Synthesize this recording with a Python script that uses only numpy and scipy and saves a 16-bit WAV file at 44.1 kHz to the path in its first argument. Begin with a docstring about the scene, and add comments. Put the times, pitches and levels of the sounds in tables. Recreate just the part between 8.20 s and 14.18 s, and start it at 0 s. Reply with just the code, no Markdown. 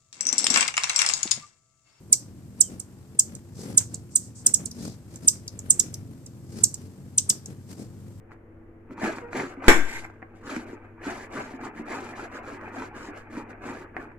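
"""Crisp crunching strokes: a kitchen knife saws through a raw cabbage on an enamelled tray, on carpet, in a small room.
After a hand on the leaves, strokes and scuffs speed up, bite and stop; random fractures shake, crunch and spray.
Ringing modes make the snapping ribs, thuds of the head, dull taps and the tray that the blade knocks and drags over.
Once the blade squeaks, as a wavering harmonic tone; the knock overloads the microphone, whose output swings slowly.
Dull air noise and a faint hum of sines lie below."""
import sys
import numpy as np
from scipy import signal
from scipy.fft import rfft, irfft
from scipy.io import wavfile
from scipy.ndimage import uniform_filter1d

SR = 44100
rng = np.random.default_rng(int(sys.argv[2]) if len(sys.argv) > 2 else 0)


def file_out(sig):
    """Save sig as 16-bit WAV at sys.argv[1]."""
    # one column per channel
    cols = np.atleast_2d(sig).T
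    # limit, then scale
    lim = np.clip(cols, -1, 1)
    pcm = np.round(lim * 32767).astype(np.int16)
    wavfile.write(sys.argv[1], SR, pcm)


N = 263718
TIME = np.arange(N) / SR


def from_db(db):
    """Decibels to amplitude gain."""
    return 10 ** (np.asarray(db) / 20)


def rms_one(x):
    """Scale to unit power."""
    return x / np.sqrt(np.mean(x ** 2) + 1e-20)


def in_time(rows):
    """Each column of a time curve, interpolated at every sample."""
    time_s, *columns = np.transpose(rows)
    return [np.interp(TIME, time_s, column) for column in columns]


def drift(knots_per_s):
    """Random values at regular knots, joined by straight lines, rms 1."""
    knots = rng.standard_normal(4096)
    return rms_one(np.interp(TIME * knots_per_s, np.arange(len(knots)), knots))


def convolve(x, response):
    """Pass one or two channels through a response."""
    full = signal.fftconvolve(np.atleast_2d(x), np.atleast_2d(response), axes=-1)
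    return full[:, :N]


def colour(x, spectrum, size=8192):
    """Causal minimum-phase filter with the given spectrum, via the folded cepstrum."""
    hz, db = np.transpose(spectrum)
    grid_hz = np.maximum(np.arange(size // 2 + 1) * SR / size, 1)
    gain = from_db(np.interp(np.log(grid_hz), np.log(hz), db))
    cepstrum = irfft(np.log(gain))
    cepstrum[1:size // 2] *= 2
    cepstrum[size // 2 + 1:] = 0
    return convolve(x, irfft(np.exp(rfft(cepstrum))))[0]


def ring(clicks, hz, t60_s):
    """Two-pole resonator: a unit click starts a decaying sine of height 1."""
    radius = from_db(-60 / (t60_s * SR))
    angle = 2 * np.pi * hz / SR
    poles = [1, -2 * radius * np.cos(angle), radius * radius]
    return signal.lfilter([0, np.sin(angle)], poles, clicks + 1e-18)


def clicks_of(events, extra_db=0):
    """One click per row (time [s], level [dB])."""
    time_s, db = np.transpose(events)
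    clicks = np.zeros(N)
    clicks[(time_s * SR).astype(int)] = from_db(db + extra_db)
    return clicks


def strike(events, modes, vary_db):
    """Every blow excites each mode with a random strength of its own."""
    chance_db = vary_db * rng.standard_normal((len(events), len(modes)))
    return sum(ring(clicks_of(events, db + chance_db[:, k]), hz, t60_s)
               for k, (hz, db, t60_s) in enumerate(modes))


def fractures(per_s, spread_db, clump_db, spectrum):
    """Cells burst at random, mostly small, in clumps as leaves give way; short-term power is levelled."""
    sizes = from_db(spread_db * np.minimum(rng.exponential(1, N), 4)) * rng.choice([-1, 1], N)
    bursts = sizes * (rng.random(N) < per_s / SR) * from_db(clump_db * drift(170))
    sound = colour(bursts, spectrum)
    power = np.abs(uniform_filter1d(sound ** 2, size=3000))
    return sound / np.sqrt(power + 1e-12)


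def two_ports(size, apart_hz):
    """Diffuse noise at two close ports: alike in the bass, increasingly unlike in the treble."""
    mid, side = rng.standard_normal((2, size))
    side = signal.sosfilt(signal.butter(1, apart_hz, "high", fs=SR, output="sos"), side)
    return mid + side * np.array([[1], [-1]])


def room(x, wet_db, t60_s, early_db, early_t60_s=0.04, delay_samples=4):
    """Direct sound, quick reflections from the tray and the room's tail, scaled to keep mean power."""
    t = TIME[:SR // 3]
    early = two_ports(len(t), 800) * from_db(-60 * t / early_t60_s) * (t > .0004)
    # long waves bend round the tray
    early = signal.sosfilt(signal.butter(2, 550, "high", fs=SR, output="sos"), early)
    late = two_ports(len(t), 500) * from_db(-60 * t / t60_s) * (t > .005)
    response = (from_db(early_db) * rms_one(early) + from_db(wet_db) * rms_one(late)) / np.sqrt(len(t))
    response[0, delay_samples] += 1  # off axis: left hears the direct sound later
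    response[1, 0] += 1
    return convolve(x, response / np.sqrt(1 + from_db(early_db) ** 2 + from_db(wet_db) ** 2))


def speed(start_s, length_s, up_s, down_s):
    """Speed of one movement, 0-1: linear rise, hold, linear fall."""
    rise = (TIME - start_s) / up_s
    fall = (start_s + length_s - TIME) / down_s
    return np.clip(np.minimum(rise, fall), 0, 1)


# strokes of the blade and short scuffs, the first by a hand on the leaves: (start [s], length [s],
# relative sliding level [dB], extra force of the bite [dB], crispness [dB], shaking of the head [dB])
STROKES = [(0.064, 0.13, -53, -9, 8, -12), (0.663, 0.13, -48, -16, 7.5, 16.5),
           (0.724, 0.34, -45, 12, 1.5, 0), (1.055, 0.34, -48, 14.5, 1.5, -0.5),
           (1.384, 0.2, -35.5, 2.5, 1, -1), (1.597, 0.29, -47.5, 1.5, 9.5, -4),
           (2.083, 0.36, -54, -6.5, 4, 0.5), (2.186, 0.31, -48, 8.5, 4.5, 1.5),
           (2.397, 0.22, -46, -2.5, -3.5, 3.5), (2.588, 0.13, -48.5, -4, -1.5, 1.5),
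           (2.759, 0.36, -44, 7, 1, -3), (3.045, 0.38, -47.5, 10, 0, 0), (3.362, 0.17, -39, 1.5, 0, 2.5),
           (3.488, 0.18, -47.5, 5, -1, 3), (3.606, 0.38, -42.5, 6, -1, -1.5),
           (3.877, 0.26, -45.5, 4.5, -0.5, -3.5), (4.059, 0.19, -41, 2, -2.5, -4.5),
           (4.176, 0.26, -44, 2.5, -4, -3), (4.335, 0.25, -47.5, 5, -12.5, -2.5),
           (4.466, 0.28, -46, 5, -0.5, 0), (4.687, 0.27, -41, -2.5, -1, -2),
           (4.892, 0.21, -38.5, -10.5, -2.5, -13), (5.045, 0.24, -47, 4, -1.5, 3.5),
           (5.236, 0.14, -43.5, 3, -2.5, 0), (5.354, 0.35, -45.5, 6.5, -3.5, 0.5),
           (5.722, 0.21, -39.5, -7.5, -7, 3.5)]
# spectra of head, leaves and bursting cells: (frequency [Hz], relative level [dB])
SHAKE_SPECTRUM = [(60, -33), (130, -10.5), (175, -13.5), (215, -1), (300, 1.5), (380, -2.5), (460, -9.5),
                  (600, -16), (1000, -56)]
CRUNCH_SPECTRUM = [(200, -12.5), (450, 2), (650, -5), (880, 3), (1150, -2.5), (1500, -1), (2000, -4),
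                   (2500, -9.5), (3000, -22), (3600, -36.5), (6000, -59)]
SPRAY_SPECTRUM = [(1500, -27), (2800, 7.5), (3400, 4), (4300, 4), (6000, 1.5), (7500, 2), (8800, -6.5),
                  (11000, -9), (13000, -20.5), (15500, -33)]
# how each layer follows a stroke: (relative level [dB], share of full speed at which it sets in [0-1],
# exponent of speed [-], exponent of force [-])
SHAKE_LAW = (-1, 0.34, 0.7, 1.23)
CRUNCH_LAW = (1.1, .05, 0.88, 1.32)
SPRAY_LAW = (-12.5, 0.3249, 1.52, 1.02)


def cutting(flaps_db=-8.5):
    """Fractures shake the head, crunch in the leaves and spray fine ticks that are nearly dry."""
    *_, crispness_db, shaking_db = np.transpose(STROKES)
    shaking = np.sqrt(settling(stroke_power(SHAKE_LAW, shaking_db), creak_db=-12))
    tearing = np.sqrt(settling(stroke_power(CRUNCH_LAW, np.zeros(len(STROKES))), creak_db=-12.5))
    bursting = np.sqrt(settling(stroke_power(SPRAY_LAW, crispness_db), creak_db=-18.5))
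    shake = shaking * fractures(per_s=600, spread_db=2.5, clump_db=0.5, spectrum=SHAKE_SPECTRUM)
    crunch = tearing * fractures(per_s=1200, spread_db=2.5, clump_db=1.0, spectrum=CRUNCH_SPECTRUM)
    flap_tone = colour(fibres(), [(300, -8), (600, 4), (2400, 0.0), (3500, -28)])
    flaps = tearing * from_db(flaps_db) * flap_tone
    spray = bursting * fractures(per_s=12000, spread_db=4.0, clump_db=1.5, spectrum=SPRAY_SPECTRUM)
    head = room(shake + thuds(), wet_db=-9.5, t60_s=.25, early_db=-11.5)
    leaves = along_the_blade(crunch + flaps + ribs(), wet_db=-2.5, t60_s=0.2, early_db=1, early_t60_s=0.016)
    ticks = along_the_blade(spray, wet_db=-16, t60_s=.05, early_db=-2.5, early_t60_s=0.081)
    return head + leaves + ticks


SPEED_UP_S, SLOW_DOWN_S = 0.088, 0.089
BITE_AT_S, BITE_BUILD_S, BITE_EASE_S = .126, .046, .064  # peak after stroke start; Gaussian widths


def stroke_power(law, trims_db):
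    """Power of all strokes and scuffs in one layer: grows with speed and with the force of the bite."""
    layer_db, least_speed, speed_power, force_power = law
    power = np.zeros(N)
    for (start_s, length_s, slide_db, bite_db, _, _), trim_db in zip(STROKES, trims_db):
        stroke_speed = speed(start_s, length_s, SPEED_UP_S, SLOW_DOWN_S)
        pace = (stroke_speed - least_speed) / (1 - least_speed)
        moving = pace > 0
        late_s = TIME[moving] - start_s - BITE_AT_S
        width_s = np.where(late_s < 0, BITE_BUILD_S, BITE_EASE_S)
        force = from_db(bite_db * np.exp(-(late_s / width_s) ** 2))
        level = from_db(layer_db + slide_db + trim_db)
        power[moving] += (level * pace[moving] ** speed_power * force ** force_power) ** 2
    return power


def settling(power, creak_db, settle_s=.13):
    """Parted leaves creak on after a stroke; the creak's power decays exponentially."""
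    keep = np.exp(-1 / (settle_s * SR))
    return power + from_db(creak_db) ** 2 * signal.lfilter([1 - keep], [1, -keep], power)


def along_the_blade(x, wet_db, t60_s, early_db, early_t60_s, count=6):
    """The tear hops between spots along the blade, each with its own reflections, so the colour shifts."""
    shares = np.array([from_db(52 * drift(28)) for spot in range(count)])
    shares /= np.sum(shares, axis=0)
    return sum(room(x * share, wet_db, t60_s, early_db, early_t60_s, delay_samples=2 + spot % 4)
               for spot, share in enumerate(shares))


def fibres(per_s=170, cycles=60, count=28):
    """Torn fibres set flaps of leaf ringing, each at one of many pitches, for a fixed count of cycles."""
    plucks = (rng.random(N) < per_s / SR) * from_db(2.5 * rng.standard_normal(N))
    dealt = rng.integers(0, count, N)
    pitches_hz = np.geomspace(620, 2400, count)
    return rms_one(sum(ring(plucks * (dealt == k), hz, cycles / hz) for k, hz in enumerate(pitches_hz)))


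# ribs snap; a hand ticks the leaves at the start, a light tap comes near the end:
# (time [s], relative level [dB])
SNAPS = [(0.11, -43), (0.118, -38.5), (0.709, -38), (0.779, -35), (0.827, -33), (0.842, -21), (0.969, -50),
         (0.985, -25.5), (1.131, -24), (1.443, -25.5), (1.837, -38), (1.851, -31), (1.9, -39),
         (2.364, -24.5), (2.907, -30.5), (3.178, -29), (3.21, -45), (3.413, -33), (4.146, -33.5),
         (4.412, -33), (4.622, -26), (5.169, -31.5), (5.918, -41)]
# modes of a snapping rib: (frequency [Hz], relative level [dB], t60 [s])
RIB_MODES = [(497, -12.5, 0.0089), (1020, 12, 0.012), (1458, 14, 0.0051), (1927, 14.5, 0.0046),
             (2230, -38, .008), (7200, -30, .004)]
# treble loss of short contacts in wet leaves: (frequency [Hz], gain [dB])
WET_LEAVES = [(2300, 0.5), (2800, -9.5), (3500, -12.5), (5000, -2.5), (7500, -1), (12000, -11.5)]


def ribs(splinter_t60_s=0.021, splinters_per_s=500):
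    """Snaps of ribs, and a few ticks and a tap, excite short modes; smaller random splinters follow each."""
    cracks = clicks_of(SNAPS)
    after = signal.lfilter([1], [1, -from_db(-60 / (splinter_t60_s * SR))], cracks + 1e-18)
    splinters = rng.standard_normal(N) * (rng.random(N) < splinters_per_s / SR)
    cracks = cracks + 0.35 * after * splinters
    rings = sum(from_db(db) * ring(cracks, hz, t60_s) for hz, db, t60_s in RIB_MODES)
    return from_db(-12) * colour(rings, WET_LEAVES)


# the head gives way and bumps the tray: (time [s], relative level [dB], pitch [Hz])
THUDS = [(0.78, -30, 223), (0.832, -16.5, 215.6), (0.876, -21, 328), (1.148, -19, 345),
         (1.234, -22.5, 272.5), (1.374, -27.5, 271), (2.366, -17.5, 242), (2.532, -30.5, 335),
         (2.867, -21.5, 284.6), (3.338, -29.5, 266), (3.433, -45, 270), (3.596, -25, 229.4),
         (3.823, -31.5, 346), (4.028, -30, 340.5), (4.326, -30.5, 289), (4.578, -25.5, 260),
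         (4.885, -29.5, 296), (5.172, -25.5, 295), (5.455, -24.5, 366)]
# modes of the head on the tray: (multiple of its pitch [-], relative level [dB], t60 [s])
HEAD_MODES = [(.78, -7.5, 0.078), (1, 3.5, 0.11), (1.3, -6, 0.22)]


def thuds():
    """The head thuds as the blade jumps on, pitched by the grip; too small to radiate deep bass."""
    sound = np.zeros(N)
    for time_s, db, pitch_hz in THUDS:
        modes = [(pitch_hz * ratio, level_db, t60_s) for ratio, level_db, t60_s in HEAD_MODES]
        sound = sound + strike([(time_s, db)], modes, vary_db=2.5)
    radiation = [(60, -17.0), (130, -18.5), (200, 1.5), (500, -0.5), (1500, -12.5)]
    return from_db(-7.5) * colour(sound, radiation)


# dull knife taps, damped by the cabbage: (time [s], relative level [dB])
TAPS = [(2.0205, -34.5), (2.0268, -25.5), (5.7665, -15.5), (5.769, -48)]
# modes of a tap: (frequency [Hz], relative level [dB], t60 [s])
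TAP_MODES = [(335, -11, 0.028), (770, -12, 0.064), (1120, -1.5, 0.0092), (1620, -3.5, 0.018),
             (1910, 2.5, 0.0064), (2080, -36, 0.01)]


def taps(soft_hz=3200):
    """Soft contacts: short modes with the treble rounded off."""
    low_pass = signal.butter(2, soft_hz, fs=SR, output="sos")
    soft = signal.sosfilt(low_pass, strike(TAPS, TAP_MODES, vary_db=2.5))
    return from_db(-3.5) * colour(soft, WET_LEAVES)


# stick-slip of the wet blade: (time [s], fundamental [Hz], relative level [dB])
SQUEAK = [(1.0, 442, -64), (1.025, 482, -38), (1.05, 470, -34.5), (1.085, 476, -44), (1.115, 490, -43),
          (1.14, 470, -73.5)]


def squeak(fall_db=-6.5, count=4):
    """Stick-slip of the blade in the cut: a short, slightly unsteady harmonic tone."""
    hz, db = in_time(SQUEAK)
    phase = 2 * np.pi * np.cumsum(hz * (1 + 0.0046 * drift(220))) / SR
    sounding = (TIME > SQUEAK[0][0]) & (TIME < SQUEAK[-1][0])
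    harmonics = sum(from_db(fall_db * k) * np.sin((k + 1) * phase) for k in range(count))
    return sounding * from_db(db) * harmonics


# modes of the loaded tray, lowest ones damped by the carpet: (centre [Hz], relative level [dB], undamped t60 [s])
TRAY_MODES = [(151, -7.5, 0.12), (209, -2, .12), (242, 6, 0.12), (285, 5, 0.27), (328, 7, 0.39),
              (363, 7, 0.34), (461, 5.5, 0.21), (550, -5.5, 0.16), (625, -12, 0.59), (852, -6, 0.07),
              (980, 0, 0.1), (1210, -36, 0.35), (1478, -18, 0.86), (1573, -5.5, 0.76), (1566, -6, 0.29),
              (1850, -1, 0.33), (2073, 1.5, 0.27), (1970, -21, 0.71), (2074, -4.5, 0.16), (2084, -16.5, .3),
              (2270, 0.5, 0.32), (2417, -3, 0.33), (2700, -20.5, 0.17), (3260, -32, 0.11),
              (3550, -17, 0.55), (5500, -17.5, 0.43), (6800, -18.5, .3), (7251, -30.5, 0.23),
              (7480, -24, 0.31)]


def tray_modes(split=.014):
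    """The tray is not quite round, so each mode is a close pair that beats."""
    return [(hz * (1 + side * split), db - 3.5, t60_s) for hz, db, t60_s in TRAY_MODES for side in (-1, 1)]


# the blade lands on the tray and chatters: (time [s], relative strength [dB])
KNOCKS = [(1.4818, 2.5), (1.4845, -8), (1.496, -12)]
# spectrum of the crash: (frequency [Hz], relative level [dB])
CRASH_SPECTRUM = [(40, -4), (110, -8.5), (280, 9.5), (400, 1), (560, 4), (1000, -1), (1450, 1.5),
                  (2000, 1.5), (2500, -6), (3000, -11), (4500, -20.5), (7400, -13.5), (8800, -23.5),
                  (11000, -23.5), (15500, -39)]


def knock(crash_t60_s=.2, tail_t60_s=0.64, tail_db=-18):
    """The blade hits the tray: a crack, a noise wash of dense short modes, and clear modes ringing on."""
    t = TIME[:SR]
    decay = from_db(-60 * t / crash_t60_s) + from_db(tail_db - 60 * t / tail_t60_s)
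    wash = two_ports(SR, 900) * decay
    blows = clicks_of(KNOCKS)
    crash = [colour(from_db(26) * blows + from_db(-5.0) * port, CRASH_SPECTRUM)
             for port in convolve(blows, wash)]
    return np.array(crash) + from_db(-22.5) * strike(KNOCKS[:1], tray_modes(), vary_db=2.0)


# jerks of the blade over the tray: (start [s], length [s], relative level [dB])
DRAGS = [(1.663, 0.076, -39.5), (1.72, 0.097, -36), (1.836, 0.041, -43.5)]


def drag(t60_factor=0.2):
    """The edge scrapes over the enamel in jerks; grit excites the tray modes, which the blade damps."""
    jerks = sum(from_db(db) * speed(start_s, length_s, up_s=0.012, down_s=0.036)
                for start_s, length_s, db in DRAGS)
    grit_spectrum = [(500, -44.5), (1200, -16), (1600, -5), (2000, 3.5), (2400, -4.0), (3000, -9), (8000, 6)]
    grit = fractures(per_s=1000, spread_db=2, clump_db=4.0, spectrum=grit_spectrum)
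    rings = sum(from_db(db) * ring(grit, hz, t60_s * t60_factor) for hz, db, t60_s in tray_modes())
    return jerks * rms_one(rings)


def overload_swing(height=0.46, crossing_s=0.05, swing_hz=2.6, settle_s=0.076, rise_s=0.0014):
    """The blow overloads the microphone: its output swings slowly, crosses zero and settles."""
    t = np.maximum(TIME - KNOCKS[0][0], 0)
    swing = np.sin(2 * np.pi * swing_hz * (crossing_s - t))
    shape = swing * np.exp(-t / settle_s) * (1 - np.exp(-t / rise_s))
    port_gains = from_db([[1.5], [-4]])
    return height * shape / np.max(np.abs(shape)) * port_gains


# spectrum of the room air: (frequency [Hz], relative level [dB])
AIR_SPECTRUM = [(25, -9.5), (50, -15), (100, -15), (170, -23), (230, -20.5), (285, -18.5), (335, -12.5),
                (400, -24), (490, -20.5), (620, -28.5), (1000, -34), (2000, -38.5), (2600, -48.5),
                (3500, -58), (6000, -59.5)]
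# hum of a distant motor: (frequency [Hz], typical level [dB rms])
HUM = [(100.5, -56), (231.5, -60.5), (330, -58), (441, -64.5), (495, -72.5)]


def background(air_db=-51.5):
    """Dull room air as filtered noise, and a motor hum of sines wavering in level and phase."""
    air = rms_one(np.array([colour(port, AIR_SPECTRUM) for port in two_ports(N, 900)]))
    hum = np.zeros(N)
    for hz, db in HUM:
        level = from_db(db + 0.92 * drift(2.9)) * np.sqrt(2)
        hum = hum + level * np.sin(2 * np.pi * hz * TIME + .5 * drift(4.4))
    return from_db(air_db) * air + hum


def scene():
    """Cabbage and tray sound in the same small, carpeted room."""
    blade = room(taps() + squeak(), wet_db=-7.5, t60_s=0.23, early_db=-1.5, delay_samples=3)
    tray = room(knock() + drag(), wet_db=-15, t60_s=0.42, early_db=-5.5, early_t60_s=0.037, delay_samples=5)
    return cutting() + blade + tray + overload_swing() + background()


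def suppress_hiss(x, threshold_db=-68):
    """Noise suppressor: treble is turned down by up to 12 dB as its level falls below the threshold."""
    treble = signal.sosfiltfilt(signal.butter(6, 3100, "high", fs=SR, output="sos"), x)
    power = np.abs(uniform_filter1d(np.mean(treble ** 2, axis=0), size=700))
    level_db = 10 * np.log10(power + 1e-14)
    cut_db = -12 * (.5 - .5 * np.tanh((level_db - threshold_db) / 2.5))
    return x - treble * (1 - from_db(cut_db))


# difference of the two microphone ports: (frequency [Hz], left minus right [dB])
PORTS = [(100, 2), (300, 0.35), (600, 0.5), (1500, 0.5), (3000, 2), (5000, 2), (7300, 13), (9000, 0),
         (11000, -15), (15000, 0.5)]


def record(dry, cutoff_hz=15450):
    """Each port has its own colour; peaks clip; faint treble is suppressed; the top is cut."""
    ports = np.array([colour(x, [(hz, side * db / 2) for hz, db in PORTS])
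                      for x, side in zip(dry, (1, -1))])
    heard = suppress_hiss(np.clip(ports, -1, 1))
    return signal.sosfilt(signal.ellip(10, .1, 70, cutoff_hz, fs=SR, output="sos"), heard)


dry = scene()
out = record(dry)
file_out(out)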